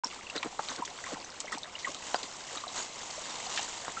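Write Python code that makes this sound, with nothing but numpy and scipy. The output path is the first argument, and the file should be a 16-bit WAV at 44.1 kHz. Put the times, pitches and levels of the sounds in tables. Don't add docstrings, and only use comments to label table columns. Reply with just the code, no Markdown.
import sys
import numpy as np
from scipy import signal
from scipy.fft import rfft, irfft
from scipy.io import wavfile

SR = 44100
rng = np.random.default_rng(int(sys.argv[2]) if len(sys.argv) > 2 else 0)


def transcribe(u):
    v = np.clip(np.atleast_2d(u).T, -1, 1)
    q = np.round(v * 32767).astype(np.int16)
    wavfile.write(sys.argv[1], SR, q)


N = 176400
T = np.arange(N) / SR


def amp(db):
    return 10 ** (np.asarray(db) / 20)


def unit(x):
    return x / np.sqrt(np.mean(x ** 2) + 1e-20)


def add(mix, start_s, sound):
    part = mix[max(round(start_s * SR), 0):][:len(sound)]
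    part += sound[:len(part)]


def colour(x, points):
    hz, db = np.transpose(points)
    f = np.fft.rfftfreq(len(x), 1 / SR)
    gain = amp(np.interp(np.log(f + 1), np.log(hz), db))
    return unit(irfft(rfft(x) * gain, len(x)))


def band(x, hz, octaves):
    f = np.fft.rfftfreq(len(x), 1 / SR)
    distance = np.log2((f + 1) / hz) / octaves
    return unit(irfft(rfft(x) / (1 + distance ** 2) ** 3.15, len(x)))


def drift(seconds):
    f = np.fft.rfftfreq(N, 1 / SR)
    return unit(irfft(rfft(rng.standard_normal(N)) * np.exp(-(f * seconds) ** 2), N))


def swells(rows):
    return sum(amp(db) * np.exp(-((T - s) / half) ** 2 / 2) for s, half, db in rows)


def crackle(grain_db, grain_s):
    return unit(rng.standard_normal(N) * amp(grain_db * np.minimum(drift(grain_s), 2.5)))


def pings(per_s, low_hz, high_hz, cycles, spread_db):
    out, t = np.zeros(N), T[:SR // 20]
    pitches = np.geomspace(low_hz, high_hz, 24)
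    for hz in pitches:
        age = t * hz / cycles
        ping = unit(age * np.exp(-age) * np.sin(2 * np.pi * hz * t))
        at = np.flatnonzero(rng.random(N) < per_s / len(pitches) / SR)
        hits = np.zeros(N)
        hits[at] = amp(spread_db * np.minimum(rng.exponential(1, N)[at], 3))
        out += signal.oaconvolve(hits, ping)[:N]
    return unit(out)


# (frequency [Hz], level [dB])
HUSH_TONE = [(20, -5), (150, -3), (330, 0), (750, -2), (1050, -1), (1500, -12), (2200, -4), (8000, -13.5)]
def hush(level_db=-50):
    return amp(level_db + 1.4 * drift(0.032)) * colour(rng.standard_normal(N), HUSH_TONE)


# (time [s], level [dB])
RUSTLE_LEVELS = [(.04, -46.5), (.21, -52), (.57, -49.5), (.64, -43.5), (.76, -45), (.82, -55.5),
                 (1.115, -41.5), (1.16, -51.5), (1.7, -54), (1.89, -42.5), (1.99, -50), (2.08, -40.5),
                 (2.2, -44), (2.42, -46.5), (2.55, -41), (2.67, -49), (2.79, -35.5), (2.9, -46.5),
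                 (3.24, -41), (3.43, -41), (3.56, -36.5), (3.7, -41), (4.0, -44)]
# (frequency [Hz], level [dB])
GRASS_TONE = [(100, -13.5), (400, -7), (1000, 3.5), (1650, -9), (2080, -1.5), (2400, -7), (2800, -1),
              (4000, -4), (5200, -5), (7200, 1), (8500, -11)]
def grass():
    level_db = np.interp(T, *np.transpose(RUSTLE_LEVELS)) + 1.47 * drift(0.01)
    flicks = pings(per_s=350, low_hz=3590, high_hz=7810, cycles=5.2, spread_db=7)
    scrape = colour(crackle(grain_db=2.5, grain_s=0.00041), GRASS_TONE)
    return amp(level_db) * unit(scrape + 0.33 * flicks)


# (middle [s], half length [s], level [dB])
BLADE_SWISHES = [(.655, 0.031, -53), (2.8, 0.025, -40.5)]
def swishes():
    return swells(BLADE_SWISHES) * band(crackle(grain_db=2.5, grain_s=0.0024), hz=6800, octaves=0.19)


def spatter(level_db=-54.5):
    return amp(level_db) * pings(per_s=170, low_hz=653, high_hz=7910, cycles=1.62, spread_db=5)


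def gurgle(level_db=-56.5, churn_db=-52, lead_s=0.023, half_length_s=0.023):
    churn = swells([(s - lead_s, half_length_s, churn_db) for s, _, _ in TONGUE_GULPS])
    loudness = amp(level_db + 2 * drift(0.1)) + churn
    return loudness * pings(per_s=330, low_hz=477, high_hz=1950, cycles=1.42, spread_db=4)


# (middle [s], half length [s], level [dB])
WATER_SPLASHES = [(0.366, 0.0086, -34.5), (0.711, 0.016, -37.5), (0.792, 0.0056, -42.5),
                  (1.539, 0.012, -40.5), (2.788, 0.021, -41), (3.29, 0.019, -45.5), (3.545, 0.067, -47)]
# (frequency [Hz], level [dB])
SPLASH_TONE = [(80, -13.5), (250, 8.5), (600, -7), (1100, 4), (2000, 0.5), (2500, -19), (3600, 4),
               (5200, -6), (8500, -16)]
def splashes():
    bursts = pings(per_s=1500, low_hz=471, high_hz=7060, cycles=0.96, spread_db=3)
    spray = crackle(grain_db=3, grain_s=0.0029)
    return swells(WATER_SPLASHES) * colour(bursts + spray, SPLASH_TONE)


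# (middle [s], pitch [Hz], level [dB])
TONGUE_GULPS = [(0.062, 257, -42), (0.362, 332, -35.5), (0.461, 310, -30), (0.797, 314.6, -34),
                (1.135, 308.7, -34), (1.553, 315, -40), (1.895, 294, -41.5), (2.239, 311, -43.5),
                (2.568, 314, -44.5), (3.887, 245, -44)]
def gulps(fall_per_s=45, note_s=0.0064, slosh_s=0.02):
    out = np.zeros(N)
    t = T[:SR // 20] - 1 / 40
    for s, hz, db in TONGUE_GULPS:
        cycles = np.cumsum(hz * np.exp(-fall_per_s * t)) / SR + rng.random()
        note = np.exp(-(t / note_s) ** 2) * np.sin(2 * np.pi * cycles)
        slosh = band(rng.standard_normal(len(t)), hz=453, octaves=2.6) * np.exp(-(t / slosh_s) ** 2)
        add(out, s + t[0], amp(db) * (note + 0.33 * slosh))
    return out


# (time [s], level [dB], fade time [s], centre frequency [Hz])
TONGUE_SMACKS = [ (.108, -38.5, .007, 2280), (.1445, -32, 0.0024, 4830), (.298, -37.5, 0.005, 5200),
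                 (.3615, -29.5, 0.0075, 3230), (.429, -22, 0.0032, 2150), (.686, -30, 0.0024, 3330),
                 (.761, -29, 0.0026, 4620), (.850, -31, 0.0027, 4180), (.877, -35, 0.002, 1790),
                 (.987, -36, 0.004, 2090), (1.064, -41, 0.0077, 1500), (1.117, -37, 0.0017, 1000),
                 (1.403, -29.5, 0.0053, 5230), (1.520, -38.5, 0.025, 5560), (1.547, -29, 0.0016, 1860),
                 (1.5823, -23, 0.0013, 6130), (1.633, -35, 0.0012, 4770), (1.789, -42, 0.021, 3900),
                 (1.946, -36, 0.0035, 4200), (2.1439, -19, 0.00086, 3080), (2.1446, -21.5, 0.0025, 1120),
                 (2.2305, -27.5, 0.0017, 4000), (2.3672, -32, .0012, 5860), (3.5605, -25, 0.0023, 5640),
                 (3.5752, -23.5, 0.0069, 2600), (3.629, -27.5, 0.003, 7040), (3.880, -36, 0.0016, 1000)]
def smacks(rise_s=0.0006):
    out, t = np.zeros(N), T[:SR // 10]
    spray = crackle(grain_db=3, grain_s=0.0017)
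    for k, (s, db, fade_s, hz) in enumerate(TONGUE_SMACKS):
        piece = np.roll(spray, -k * len(t))[:len(t)]
        shape = np.minimum(t / rise_s, 1) * np.exp(-t / fade_s)
        add(out, s, amp(db) * band(piece, hz, octaves=1.67) * shape)
    return out


def one_bubble(t, hz, fade_s):
    age = t / fade_s
    wobble_noise, pop_noise = rng.standard_normal((2, len(t)))
    rise = 0.019 * rng.uniform(0.39, 2.36) * np.minimum(age, 3)
    wobble = 0.05 * band(wobble_noise, 1 / fade_s / np.pi, octaves=1)
    pitch = hz * (1 + rise + wobble)
    shape = (1 - np.exp(-(age / 0.55) ** 2)) * np.exp(-age)
    pop = 0.059 * band(pop_noise, hz * 2, octaves=1.67) * np.exp(-age)
    return np.sin(2 * np.pi * np.cumsum(pitch) / SR) * shape / shape.max() + pop


# (time [s], pitch [Hz], level [dB], fade time [s])
AIR_BUBBLES = [ (0.035, 947, -28, 0.0071), (0.0443, 5440, -20, 0.0016), (.070, 5200, -27, 0.00066),
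               (0.267, 2650, -35, 0.0029), (0.298, 2520, -31, 0.0029), (0.378, 4100, -27.5, 0.0025),
               (0.429, 1030, -28.5, 0.0037), (0.5926, 1110, -19, 0.00087), (.5945, 780, -22.5, 0.0021),
               (0.7, 6070, -31.5, 0.0025), (0.820, 924, -26, 0.0065), (.854, 6840, -31.5, 0.0021),
               (.912, 750, -38, 0.0029), (1.038, 1890, -34, 0.0041), (1.064, 1066, -35.5, 0.0083),
               (1.118, 587, -35, 0.0067), (1.168, 864, -35, 0.0039), (1.245, 6040, -34.5, 0.0017),
               (1.477, 2090, -35.5, 0.0059), (1.52, 1250, -32, 0.0057), (1.526, 1826, -28.5, 0.0028),
               (1.443, 557, -36.5, 0.0043), (1.574, 870, -32, 0.0035), (1.632, 3720, -30, 0.0016),
               (1.752, 2830, -31, 0.0036), (1.845, 1960, -25, 0.0046), (1.868, 1056, -28.5, 0.0074),
               (2.1444, 730, -15.5, 0.0016), (2.149, 1330, -31.5, 0.0036), (2.157, 4460, -29.5, 0.003),
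               (2.232, 4340, -32, 0.0021), (2.571, 1190, -34.5, 0.0033), (2.573, 3640, -29.5, 0.0019),
               (2.637, 1137, -28.5, 0.0038), (2.669, 680, -32.5, 0.0021), (2.679, 4050, -32, 0.0022),
               (3.177, 578, -34.5, 0.0065), (3.462, 765, -37.5, 0.009), (3.591, 787, -29.5, 0.0048),
               (3.593, 2760, -33, 0.0033), (3.881, 880, -22, 0.00095), (3.969, 1260, -29.5, 0.0051)]
def bubbles(shed_count=3, shed_db=-11, shed_within_s=0.011, shed_octaves=1.3):
    out, t = np.zeros(N), T[:SR // 10]
    for s, hz, db, fade_s in AIR_BUBBLES:
        add(out, s, amp(db) * one_bubble(t, hz, fade_s))
        for late, shift in rng.random((shed_count, 2)):
            shed_hz = hz * 2 ** (shed_octaves * (shift - 1 / 3))
            shed = one_bubble(t, shed_hz, fade_s / 2)
            add(out, s + shed_within_s * late, amp(db + shed_db) * (1 - late / 2) * shed)
    return out


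def with_echoes(x, level_db=-9, fade_s=0.01):
    t = T[:SR // 8]
    echoes = rng.standard_normal(len(t)) * (rng.random(len(t)) < 0.05)
    echoes *= (t > 0.002) * np.exp(-t / fade_s)
    return x + amp(level_db) * signal.fftconvolve(x, echoes / np.linalg.norm(echoes))[:N]


def scene():
    lapping = with_echoes(bubbles() + smacks() + gulps() + spatter())
    return (lapping + splashes() + gurgle() + grass() + swishes() + hush())[None]


def record(dry, start_s=0.036, top_hz=8500):
    lowpass = signal.firwin(161, top_hz, window=("kaiser", 8), fs=SR)
    return signal.oaconvolve(dry * (T >= start_s), lowpass[None], "same")


dry = scene()
out = record(dry)
transcribe(out)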